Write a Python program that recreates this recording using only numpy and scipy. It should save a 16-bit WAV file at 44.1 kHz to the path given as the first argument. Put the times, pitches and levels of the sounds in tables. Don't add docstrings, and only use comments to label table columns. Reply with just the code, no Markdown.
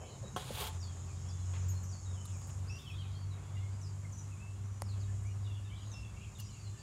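import sys
import numpy as np
from scipy import signal
from scipy.fft import rfft, irfft
from scipy.io import wavfile

SR = 44100
rng = np.random.default_rng(int(sys.argv[2]) if len(sys.argv) > 2 else 0)


def ratio(d):
    e = np.asarray(d, float) / 20
    return 10 ** e


def wav_out(sig):
    wavfile.write(sys.argv[1], SR, np.round(np.clip(np.atleast_2d(sig).T, -1, 1) * 32767).astype(np.int16))


N = 300756

# f/Hz, level/dB
AIR_COLOUR = [(18, -39), (30, -27), (77, -1.5), (103, -6), (120, -3.5), (152, -12.5), (244, -22.5),
              (335, -24), (471, -78), (1090, -27.5), (1490, -41), (2730, -39.5), (4150, -44.5), (7200, -35),
              (15800, -55.5)]
# f/Hz, width/Hz, level/dB
INSECT_BANDS = [(6884, 930, 1.5), (7450, 600, -3.5), (8100, 840, -8.5), (5600, 1350, -8.5)]
# t/s, level/dB
INSECT_EFFORT = [(0, -64), (1.5, -60.5), (2.53, -60.5), (2.9, -75.5), (3.4, -68), (4.2, -65), (4.7, -69.5),
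                 (5.15, -64), (5.5, -71), (6.82, -62.5)]
# t/s, lift/dB, half length/s
RUSTLES = [
    (2.5, 12, 0.3),
    (4.2, 9, .5),
    (5.15, 7, 0.34),
]
# t/s, level/dB, clicks/Hz
CICADA_EFFORT = [(0, -64, 162.5), (.8, -66.5, 164), (1.8, -62, 166), (2.5, -64, 169), (2.62, -75, 169.5),
                 (3.0, -76, 169), (6.82, -95, 169)]
# f/Hz, width/Hz, level/dB
CICADA_BODY = [(6550, 430, 0), (6970, 490, -1.5), (5330, 380, -10), (10470, 500, -17)]
# t/s, level/dB
FLOCK_EFFORT = [(0, -56.5), (.3, -76.5), (.9, -69.5), (2.6, -77), (2.85, -71), (3.5, -71), (4.2, -74.5),
                (5.9, -71), (6.82, -69.5)]
# start t/s, length/s, f/Hz, level/dB
HELD_NOTES = [(0, 0.19, 3046, -73), (.96, .05, 3140, -77), (1.53, 0.028, 2490, -68), (2.8, 0.08, 2655, -69),
              (3.129, 0.071, 3223, -69.5), (3.56, 0.038, 2860, -68), (3.612, 0.065, 2150, -69),
              (5.08, 0.03, 1725, -69.5), (5.293, 0.042, 2840, -74), (5.62, 0.07, 2690, -73),
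              (5.623, 0.059, 1748, -75), (5.93, 0.071, 2707, -66.5), (6.028, 0.075, 2660, -67),
              (6.048, 0.058, 3410, -72), (6.164, 0.014, 2700, -59.5), (6.732, .08, 1756, -75)]
# start t/s, length/s, from f/Hz, to f/Hz, level/dB
BENT_NOTES = [(.82, 0.15, 3710, 3200, -70), (1.06, 0.088, 2850, 2380, -70), (2.33, 0.054, 2780, 2350, -71),
              (2.855, 0.045, 3410, 3040, -56.5), (2.89, 0.046, 2840, 2465, -59.5),
              (2.9, .06, 3120, 3370, -69), (3.3, 0.061, 4120, 3820, -67.5), (3.37, 0.03, 2670, 2070, -72),
              (3.535, 0.067, 2340, 2035, -69), (4.02, 0.057, 2360, 2100, -68),
              (5.24, 0.082, 2050, 2450, -67), (5.45, 0.1, 2990, 2725, -66), (5.7, 0.091, 2160, 2340, -67.5),
              (5.77, 0.026, 4050, 4100, -79)]
# start t/s, length/s, from f/Hz, to f/Hz, level/dB
SLIDES = [(2.695, 0.11, 2620, 2735, -63), (3.04, 0.033, 2650, 2400, -69), (4.83, 0.21, 5800, 2930, -75.5),
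          (4.89, 0.059, 4310, 4010, -71), (5.0, 0.056, 5000, 3750, -71), (5.64, 0.056, 3900, 3540, -72.5),
          (6.14, 0.1, 2105, 2430, -72), (6.35, 0.055, 3800, 3450, -70), (6.385, 0.058, 2960, 2717, -69),
          (6.48, 0.14, 3100, 2670, -74), (1.285, 0.033, 5850, 4700, -63.5), (5.86, 0.077, 6620, 6530, -67)]
# start t/s, length/s, from f/Hz, to f/Hz, level/dB
CHIRPS = [(.745, 0.049, 6150, 6040, -70), (.803, 0.068, 5920, 4380, -61), (2.675, .075, 4600, 5750, -63),
          (2.745, .045, 5750, 4600, -68), (3.115, 0.033, 5500, 4400, -76), (3.255, .03, 6000, 5950, -74),
          (2.87, 0.033, 5400, 5380, -71), (3.72, 0.052, 4700, 4940, -73), (3.812, 0.1, 6170, 4660, -63.5),
          (4.64, 0.035, 5990, 6000, -67), (5.01, 0.028, 6270, 6520, -65), (5.265, .03, 5940, 5940, -70),
          (5.305, 0.036, 5850, 5630, -72), (5.81, 0.045, 6750, 6700, -66.5),
          (5.915, 0.063, 6400, 5190, -60.5)]
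# start t/s, length/s, from f/Hz, to f/Hz, level/dB
NEAR_CALLS = [
    (1.683, .05, 7600, 6550, -51),
    (1.83, .04, 7500, 5900, -59),
    (1.89, .055, 5900, 5900, -61),
    (4.122, .04, 7200, 5940, -56),
    (4.178, .05, 7200, 5940, -58),
]
NEAR_OCTAVES = [-11, -12, -30, -26, -30]
# t/s, f/Hz, level/dB
PHRASES = [
    [(.225, 4600, -74), (.243, 3850, -69), (.28, 3870, -59.5), (.33, 3960, -87)],
    [(.085, 4270, -72), (.115, 4120, -68), (.15, 4200, -72)],
    [(.12, 3800, -74), (.17, 3840, -70), (.185, 3740, -74)],
    [(1.155, 3880, -76), (1.19, 3850, -76)],
    [(1.38, 3950, -75), (1.405, 4070, -73), (1.44, 4000, -78)],
    [(1.26, 3250, -68), (1.28, 3330, -68), (1.32, 3450, -68), (1.36, 3450, -69), (1.41, 3390, -71),
     (1.45, 3300, -74)],
    [(1.725, 4270, -74), (1.78, 4230, -64), (1.805, 4100, -77)],
    [(1.917, 5400, -66), (1.93, 4650, -56), (1.945, 4340, -66), (1.97, 4440, -64), (2.04, 4390, -75),
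     (2.062, 3800, -67), (2.125, 3730, -65)],
    [(2.125, 3670, -72), (2.17, 3060, -67), (2.2, 3043, -63), (2.255, 3014, -75)],
    [(2.665, 4190, -74), (2.68, 4790, -68), (2.71, 5630, -59), (2.73, 5860, -63), (2.75, 5730, -62),
     (2.785, 5920, -62)],
    [(2.782, 2750, -59), (2.793, 3560, -59), (2.81, 3600, -64), (2.83, 3500, -70)],
    [(2.89, 3150, -62), (2.92, 3350, -65), (2.955, 3300, -66)],
    [(2.94, 3700, -61), (2.955, 3650, -62), (2.977, 3370, -61)],
    [(2.978, 3060, -59), (2.995, 3250, -55.5), (3.012, 3180, -57), (3.03, 2860, -61)],
    [(3.15, 4150, -62), (3.185, 4580, -68), (3.21, 4800, -71), (3.25, 4360, -64)],
    [(4.315, 2670, -57), (4.37, 2320, -78), (4.41, 2600, -64.5), (4.47, 2665, -58), (4.5, 2700, -77),
     (4.55, 2750, -76)],
]
# t/s, f/Hz, level/dB
LAST_PHRASES = [
    [(6.397, 3980, -68), (6.405, 4600, -58), (6.415, 5150, -67), (6.45, 5000, -69), (6.48, 4900, -60)],
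    [(6.405, 5950, -62), (6.43, 5940, -64), (6.46, 5600, -65), (6.495, 5700, -67)],
    [(6.505, 4560, -65), (6.525, 4050, -69), (6.56, 4250, -72)],
    [(6.595, 4650, -63), (6.64, 4400, -69), (6.67, 4150, -61), (6.69, 3900, -65)],
    [(6.75, 3090, -70), (6.77, 2770, -72), (6.8, 2670, -70)],
    [(6.775, 5000, -72), (6.795, 4600, -67), (6.82, 4650, -62)],
]
# start t/s, length/s, from f/Hz, to f/Hz, level/dB
CHATTER_NOTES = [(4.135, 0.102, 6000, 5950, -63.5), (4.7, 0.088, 5950, 5950, -67),
                 (1.6, 0.029, 6500, 5900, -60), (5.675, 0.039, 2700, 3200, -67),
                 (2.88, 0.082, 3100, 4000, -69), (3.1, .04, 3900, 3600, -69), (3.0, 0.097, 3750, 3550, -71),
                 (5.44, 0.037, 3900, 3500, -64), (5.49, .09, 3550, 3350, -68.5),
                 (6.2, 0.056, 3000, 3600, -80), (5.695, 0.059, 2900, 3300, -61),
                 (5.76, .05, 3100, 2950, -66.5), (5.75, 0.033, 3100, 4100, -60.5),
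                 (5.802, 0.089, 3000, 4200, -71), (5.8, 0.056, 3300, 2700, -66),
                 (5.905, 0.056, 3800, 3500, -65), (6.206, 0.046, 2850, 2540, -58.5),
                 (6.248, 0.047, 2700, 2250, -65), (2.796, 0.076, 3200, 3600, -72),
                 (3.031, 0.088, 3300, 3100, -71), (2.96, 0.088, 4050, 3900, -69.5),
                 (4.84, .12, 5500, 3900, -70), (3.4, 0.28, 3500, 3500, -76), (2.7, .07, 5000, 5400, -67.5),
                 (2.755, .08, 5400, 5100, -67), (2.4, .075, 4900, 4600, -71), (2.8, 0.062, 3800, 3400, -70),
                 (2.8, .04, 5700, 5650, -71), (5.42, .04, 5400, 4200, -72), (5.55, .045, 2900, 2800, -67),
                 (6.2, 0.066, 3250, 3150, -68), (6.4, .04, 3500, 2900, -70)]
# start t/s, end t/s, level/dB, low edge f/Hz, high edge f/Hz
BRUSHES = [(0, 0.197, -51.5, 303, 854), (0.226, .3, -55, 402, 620), (.365, .405, -49, 603, 1440),
           (0.366, 0.375, -58, 4000, 14000), (.82, .88, -80, 9000, 15500), (1.535, 1.77, -60.5, 900, 3280),
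           (2.253, 2.266, -60, 3400, 5000), (2.252, 2.265, -58, 8500, 12500),
           (2.277, 2.332, -61.5, 2300, 3630), (2.41, 2.44, -64, 1800, 3600),
           (2.472, 2.52, -69, 8000, 15500), (2.492, 2.51, -61.5, 2500, 3600),
           (2.76, 2.98, -72, 9000, 15500), (6.385, 6.43, -62, 6000, 15000),
           (6.398, 6.41, -51.5, 4000, 14500)]
# t/s, peak
# level/dB, f/Hz, time to fall 60 dB/s
BUMPS = [(0.211, -30.5, 122.5, 0.16), (0.443, -34, 128, 0.16), (0.505, -26.5, 540, 0.022),
         (0.508, -35, 221, 0.051), (0.538, -27.5, 99, 0.067), (.25, -44, 199, 0.14), (.33, -42, 207, 0.12),
         (.615, -36.5, 871, 0.12), (.675, -42, 880, 0.18), (2.253, -46.5, 1210, .03),
         (2.2535, -46, 9200, .03)]
# t/s, peak level/dB, low body against the snap/dB
TICKS = [
    (0.8494, -62, 8),
    (2.1126, -56, 4),
    (2.2525, -53, 0),
    (2.4169, -50, 2),
    (2.4708, -50, -1),
    (2.4898, -53, -6),
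    (2.9133, -55, -12),
    (4.8188, -28.5, 0.5),
    (6.3874, -62, -5),
    (6.398, -50, -6),
]
# t/s, peak level/dB
CRACKLES = [(2.3044, -63), (2.3224, -60), (2.3705, -55), (2.3895, -60), (2.3944, -58), (2.4044, -63),
            (2.4134, -62), (2.4844, -62), (2.572, -64), (2.5964, -64), (2.609, -61), (1.455, -66)]
# f/Hz, level/dB, time to fall 60 dB/s
CASING_MODES = [(5200, 0, .003), (6400, -4, .003), (9200, 2, .0026), (10500, -1, .0026), (14500, -12, .002)]
# f/Hz, level/dB, time to fall 60 dB/s
POST_MODES = [(415, -9, 0.23), (540, -7, 0.15), (741, 1, 0.09), (850, -4, 0.09), (1078, 6, 0.046),
              (1323, 0.5, 0.044), (1500, -4, 0.041), (3020, -8, 0.086), (3250, 1.5, 0.1), (3830, -13, .07),
              (6100, 4.5, .05), (9410, 4, .06), (13100, 0, .08), (14200, -6, .14)]
# t/s, strength/dB, hardness f/Hz
KNOCKS = [
    (0.3637, -36.5, 3050),
    (1.536, -56, 3000),
]
# t/s, level/dB
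SCRAPE = [(.362, -48), (.42, -52), (.52, -52), (.59, -45), (.618, -41), (.652, -47.5), (.678, -46),
          (.705, -56.5), (.78, -68)]
# f/Hz, level/dB
SCRAPE_COLOUR = [(180, -53), (340, -22), (411, -4.5), (785, -13.5), (825, -4), (1230, -12), (2100, -13),
                 (3500, -6.5), (5700, -18.5), (8800, -15), (14300, -17), (15900, -22)]
# t/s, f/Hz
ENGINE_PITCH = [(0, 92), (.7, 88.5), (1.5, 91.5), (2.5, 94.5), (3.2, 96), (4, 98), (5.2, 99), (5.8, 100.5),
                (6.05, 105), (6.4, 102), (6.82, 101)]
# t/s, level/dB
ENGINE_LEVEL = [(0, -48.5), (.15, -62), (.55, -54), (.81, -38.5), (1.0, -45), (1.64, -34.5), (1.9, -38),
                (2.6, -38), (3.0, -41), (3.6, -37.5), (4.2, -43.5), (4.55, -42.5), (4.66, -38.5),
                (5.16, -36), (5.45, -39), (5.9, -41.5), (6.15, -48.5), (6.82, -40)]
# t/s, depth/dB, half length/s
FADES = [(.43, -13, 0.048), (1.84, -4, 0.07), (2.0, -8.5, 0.09), (2.23, -8.5, 0.074), (2.46, -7.5, 0.14),
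         (2.69, -5.5, .04), (2.83, -17.5, 0.12), (3.18, -4, 0.048), (3.44, -10, 0.15), (3.82, -5, 0.076),
         (4.05, -2.5, 0.044), (4.15, -7, 0.038), (4.42, -5.5, 0.1), (4.8, -7, 0.08), (5.21, -4.5, 0.058),
         (5.77, -5.5, 0.19), (5.97, -8, 0.04), (6.18, -4, 0.079), (6.35, -14, 0.05), (6.56, -12, 0.1),
         (6.82, -24, 0.1)]
# t/s, lift/dB, half length/s
DOUBLE_SPELLS = [
    (.37, 11, 0.28),
    (1.8, 16, 1.44),
    (4.9, 12.5, 1.1),
    (6.2, 13.5, 0.77),
]
# t/s, lift/dB, half length/s
GUSTS = [
    (.7, 4, 0.96),
    (4.1, -5, 0.23),
    (5.0, 7, 0.71),
    (6.1, 9, 0.61),
]
# f/Hz, level/dB
WHINE = (394, -69.5)

COVER_DB, COVER_S = -25, 0.21


def unit(x):
    return x / np.sqrt(np.mean(x ** 2) + 1e-20)


def in_time(rows):
    s, *columns = np.transpose(rows)
    return [np.interp(np.arange(N) / SR, s, c) for c in columns]


def spells(rows):
    t = np.arange(N) / SR
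    return sum(db * np.clip(1 - abs(t - s) / half, 0, 1) for s, db, half in rows)


def drift(rate):
    r = np.exp(-80 * np.pi * rate / SR)
    slow = signal.lfilter([1], [1, -2 * r, r * r], rng.standard_normal(N // 40 + 2002))[2000:]
    return np.interp(np.arange(N) / 40, np.arange(len(slow)), unit(slow - slow.mean()))


def band(x, low_hz, high_hz):
    edges = [low_hz, min(high_hz, .45 * SR)]
    return signal.sosfilt(signal.butter(2, edges, "band", fs=SR, output="sos"), x)


def narrow(hz, width):
    low_hz, high_hz = hz - width / 2, hz + width / 2
    return unit(band(band(rng.standard_normal(N), low_hz, high_hz), low_hz, high_hz))


def coloured(x, spectrum):
    hz, db = np.transpose(spectrum)
    grid = np.maximum(np.arange(N // 2 + 1) * SR / N, 1)
    return unit(irfft(rfft(x) * ratio(np.interp(np.log(grid), np.log(hz), db)), N))


def ring(x, hz, t60):
    r, w = ratio(-60 / (t60 * SR)), 2 * np.pi * hz / SR
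    return signal.lfilter([0, np.sin(w)], [1, -2 * r * np.cos(w), r * r], x + 1e-18)


def air():
    insects_db, = in_time(INSECT_EFFORT)
    rustle_db = -76.5 + spells(RUSTLES)
    wash_db = -59.5 - .5 * np.arange(N) / SR + spells([(0.014, COVER_DB, COVER_S)])
    floor = band(coloured(rng.standard_normal(N), AIR_COLOUR), 29, 13400)
    floor *= ratio(-55.5 + 4.0 + .5 * drift(1.3))
    chorus = sum(ratio(db + 1.4 * drift(2.3) + 0.88 * drift(11)) * narrow(hz, width)
                 for hz, width, db in INSECT_BANDS)
    grains = rng.standard_normal(N) * ratio(5.1 * drift(40))
    rustle = ratio(rustle_db - 5.0) * unit(band(grains, 6100, 9700))
    wash = ratio(wash_db - 2.0 + 1.54 * drift(12.5)) * unit(band(rng.standard_normal(N), 244, 1290))
    return floor + ratio(insects_db + 0.5) * unit(chorus) + rustle + wash


def cicada():
    level_db, rate = in_time(CICADA_EFFORT)
    turn = 2 * np.pi * np.cumsum(rate * (1 + .02 * drift(20))) / SR
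    gate = 1 + .55 * np.cos(turn)
    body = sum(ratio(db) * narrow(hz, width) for hz, width, db in CICADA_BODY)
    return ratio(level_db + 1.2 * drift(4)) * unit(gate ** 2 * body)


def trees(x, direct_db, t60, flutter_db=5.5):
    lag = np.arange(SR // 2) / SR
    tail = rng.standard_normal(len(lag)) * ratio(-60 * lag / t60) * (lag > .004)
    x = x * ratio(flutter_db * (drift(50) + drift(150)))
    return ratio(direct_db) * x + signal.fftconvolve(x, unit(tail) / np.sqrt(len(lag)))[:N]


def whistle(contours, octave_db):
    out = np.zeros(N + SR)
    quaver = np.pad(drift(60) + drift(14), (0, SR))
    for contour, db_up in zip(contours, octave_db):
        s, hz, db = np.transpose(contour)
        at = np.arange(int(s[0] * SR), int(s[-1] * SR))
        pitch_hz = np.interp(at / SR, s, hz) * (1 + .006 * quaver[at])
        turn = 2 * np.pi * np.cumsum(pitch_hz) / SR
        shape = ratio(np.interp(at / SR, s, db) + 5.5) * signal.windows.tukey(len(at), .08)
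        out[at] += shape * (np.sin(turn) + ratio(db_up) * np.sin(2 * turn))
    return out[:N]


def swoops(rows, bend, rise_db, fall_db):
    share = np.clip(bend, .05, .95)
    contours = []
    for s, length, from_hz, to_hz, db in rows:
        middle_hz = from_hz + 0.61 * (to_hz - from_hz)
        contours.append([(s, from_hz, db + rise_db),
                         (s + share * length / 2, middle_hz, db + rise_db / 2),
                         (s + share * length, to_hz, db),
                         (s + length, to_hz, db + fall_db)])
    return contours


def flock(count):
    contours = []
    for s, length, pitch, glide, size in rng.random((count, 5)):
        start, hz = s * N / SR, 2100 * 2.4 ** pitch
        end, db = start + .03 + .09 * length, 3.0 * size
        contours.append([(start, hz * (.85 + .45 * glide), db + 0.5),
                         ((start + end) / 2, hz, db),
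                         (end, hz * .97, db)])
    return unit(trees(whistle(contours, [-60] * count), direct_db=-13, t60=.5, flutter_db=1.5))


def chatter():
    trill_hz, swing_hz = 95, 140
    out = np.zeros(N)
    shake = np.cumsum(trill_hz * (1 + .25 * drift(30))) * 2 * np.pi / SR
    for s, length, from_hz, to_hz, db in CHATTER_NOTES:
        at = np.arange(int(s * SR), int((s + length) * SR))
        hz = np.linspace(from_hz, to_hz, len(at)) + swing_hz * np.sin(shake[at])
        pulse = (1 + .7 * np.cos(shake[at])) * signal.windows.tukey(len(at), .4)
        out[at] += ratio(db + 2.5) * pulse * np.sin(2 * np.pi * np.cumsum(hz) / SR)
    return trees(out, direct_db=1, t60=.3, flutter_db=2)


def birds():
    low = swoops([(s, length, hz, hz, db) for s, length, hz, db in HELD_NOTES], bend=0.67, rise_db=0, fall_db=-5.0)
    low += swoops(BENT_NOTES, bend=0.606, rise_db=-6.0, fall_db=-25)
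    low += swoops(SLIDES, bend=0.73, rise_db=1.0, fall_db=-22)
    high = swoops(CHIRPS, bend=.6, rise_db=0, fall_db=-14)
    calls = swoops(NEAR_CALLS, bend=.36, rise_db=3, fall_db=-12)
    warbles = trees(whistle(low, [-40] * len(low)), direct_db=2.5, t60=.21, flutter_db=2.6)
    chirps = trees(whistle(high, [-30] * len(high)), direct_db=0, t60=.3, flutter_db=2.5)
    near = trees(whistle(calls, NEAR_OCTAVES), direct_db=8, t60=.28, flutter_db=1)
    clear = trees(whistle(PHRASES + LAST_PHRASES, [-40] * 30), direct_db=3.5, t60=.3, flutter_db=.9)
    out = ratio(-3.0) * warbles + ratio(-2.5) * chirps + ratio(-10) * near + ratio(-7.0) * clear
    return out + ratio(-3.5) * chatter() + ratio(in_time(FLOCK_EFFORT)[0]) * flock(count=800)


def handling():
    out, sample = np.zeros(N), np.arange(N)
    for start, end, db, low_hz, high_hz in BRUSHES:
        at = np.arange(int(start * SR), int(end * SR))
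        corners = [at[0], at[0] + 40, at[-1] - len(at) // 5, at[-1]]
        shape = np.interp(at, corners, [1.0, 0.93, 0.38, 0.18])
        noise = unit(band(rng.standard_normal(len(at)), low_hz, high_hz))
        out[at] += ratio(db + 2.4 * drift(34)[at]) * shape * noise
    for s, db, hz, t60 in BUMPS:
        click = 1.0 * (sample == int(s * SR))
        soft = ring(ring(click, hz, t60), hz, t60 / 3)
        out += ratio(db) * soft * 30 / (t60 * SR)
    return out


def ticks():
    out, lag = np.zeros(N), np.arange(1320) / SR
    late, later = np.maximum(lag - .0004, 0), np.maximum(lag - .002, 0)
    thump = -np.sin(2 * np.pi * 860 * late) * late / 0.00035 * ratio(-60 * late / 0.0025)
    knock = np.sin(2 * np.pi * 2000 * lag) * ratio(-18.0 - 60 * lag / 0.0066)
    hollow = -np.sin(2 * np.pi * 560 * later) * later / 0.0027 * ratio(-22.0 - 60 * later / 0.019)
    body = thump + knock + hollow
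    for (s, db, body_db), spread in zip(TICKS, rng.standard_normal((len(TICKS), len(CASING_MODES)))):
        snap = sum(ratio(mode_db + 2.2 * z - 60 * lag / t60) * np.sin(2 * np.pi * hz * lag)
                   for (hz, mode_db, t60), z in zip(CASING_MODES, spread))
        snap = band(snap, 4200, 12500)
        at = int((s + .0014) * SR)
        out[at:at + 1320] += ratio(db + 4.0) * (-snap / abs(snap).max() + ratio(body_db + 5.0) * body)
    for (s, db), burst in zip(CRACKLES, rng.standard_normal((len(CRACKLES), 1320))):
        snap = band(burst * ratio(-60 * lag / .006), 8500, 14500)
        out[int(s * SR):int(s * SR) + 1320] += ratio(db) * snap / abs(snap).max()
    return out


def post():
    before, after = (SCRAPE[0][0] - .002, -120), (SCRAPE[-1][0] + .03, -120)
    level_db, = in_time([before] + SCRAPE + [after])
    slips = ratio(level_db) * rng.standard_normal(N) * ratio(2.0 * drift(90))
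    blows, lag = np.zeros(N), np.arange(400) / SR
    for s, db, hardness_hz in KNOCKS:
        push = lag * np.exp(-2 * np.pi * hardness_hz * lag)
        blows[int(s * SR):int(s * SR) + 400] -= ratio(db) * push / push.sum()
    force = blows + ratio(-37.5) * band(slips, 300, 3700)
    modes = sum(ratio(db) * ring(force, hz, t60) for hz, db, t60 in POST_MODES)
    crack = ratio(18.5) * band(blows, 500, 14000)
    rub = coloured(rng.standard_normal(N), SCRAPE_COLOUR)
    hz = np.arange(N // 2 + 1) * SR / N
    grit = irfft(rfft(rub) * np.clip((hz - 9500) / 3000, 0, 1), N)
    rub -= grit * np.interp(np.arange(N) / SR, [.51, .545, .68, .705], [.62, 0, 0, .8])
    return modes + crack + ratio(level_db + 1.0 + 1.1 * drift(150) + 1.2 * drift(40)) * rub


def engine():
    t = np.arange(N) / SR
    (pitch_hz,), (level_db,) = in_time(ENGINE_PITCH), in_time(ENGINE_LEVEL)
    level_db = level_db + spells(FADES)
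    cover_db = spells([(0.01, COVER_DB, COVER_S)])
    half_db = -54 - 25 * np.clip(4 * (t - 4.33), 0, 1) + cover_db
    body_db = -57.5 - t + cover_db
    double_db = -70.5 + spells(DOUBLE_SPELLS)
    rumble_db = -55.5 + spells(GUSTS) + cover_db
    turn = 2 * np.pi * np.cumsum(pitch_hz) / SR
    out = ratio(level_db + 2.5 + .7 * drift(6)) * np.sin(turn + 0.15 * drift(14.0))
    turn = 2 * np.pi * np.cumsum(np.minimum(pitch_hz, 100.3)) / SR
    out += ratio(half_db + 2.5 * drift(3)) * np.sin(3 * turn / 2 + 0.33 * drift(4))
    out += ratio(double_db - 1.0 + 3.2 * drift(10.0)) * np.sin(2 * turn + 0.7 * drift(1.8))
    out += ratio(rumble_db - 2.5) * unit(band(rng.standard_normal(N), 49.8, 73.0))
    out += ratio(body_db) * unit(band(rng.standard_normal(N), 100.0, 198.0))
    whine_hz, whine_db = WHINE
    return out + ratio(whine_db + 2 * drift(4.5)) * np.sin(2 * np.pi * whine_hz * t + drift(4.4))


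def scene():
    return (air() + cicada() + birds() + handling() + ticks() + post() + engine())[None]


def low_pass(x):
    return signal.sosfilt(signal.butter(12, 16370, fs=SR, output="sos"), x)


def record(dry):
    x = signal.sosfilt(signal.butter(4, 36, "high", fs=SR, output="sos"), dry)
    mix = signal.sosfilt(signal.ellip(9, .3, 55, 15760, fs=SR, output="sos"), x)
    return low_pass(mix)


dry = scene()
out = record(dry)
wav_out(out)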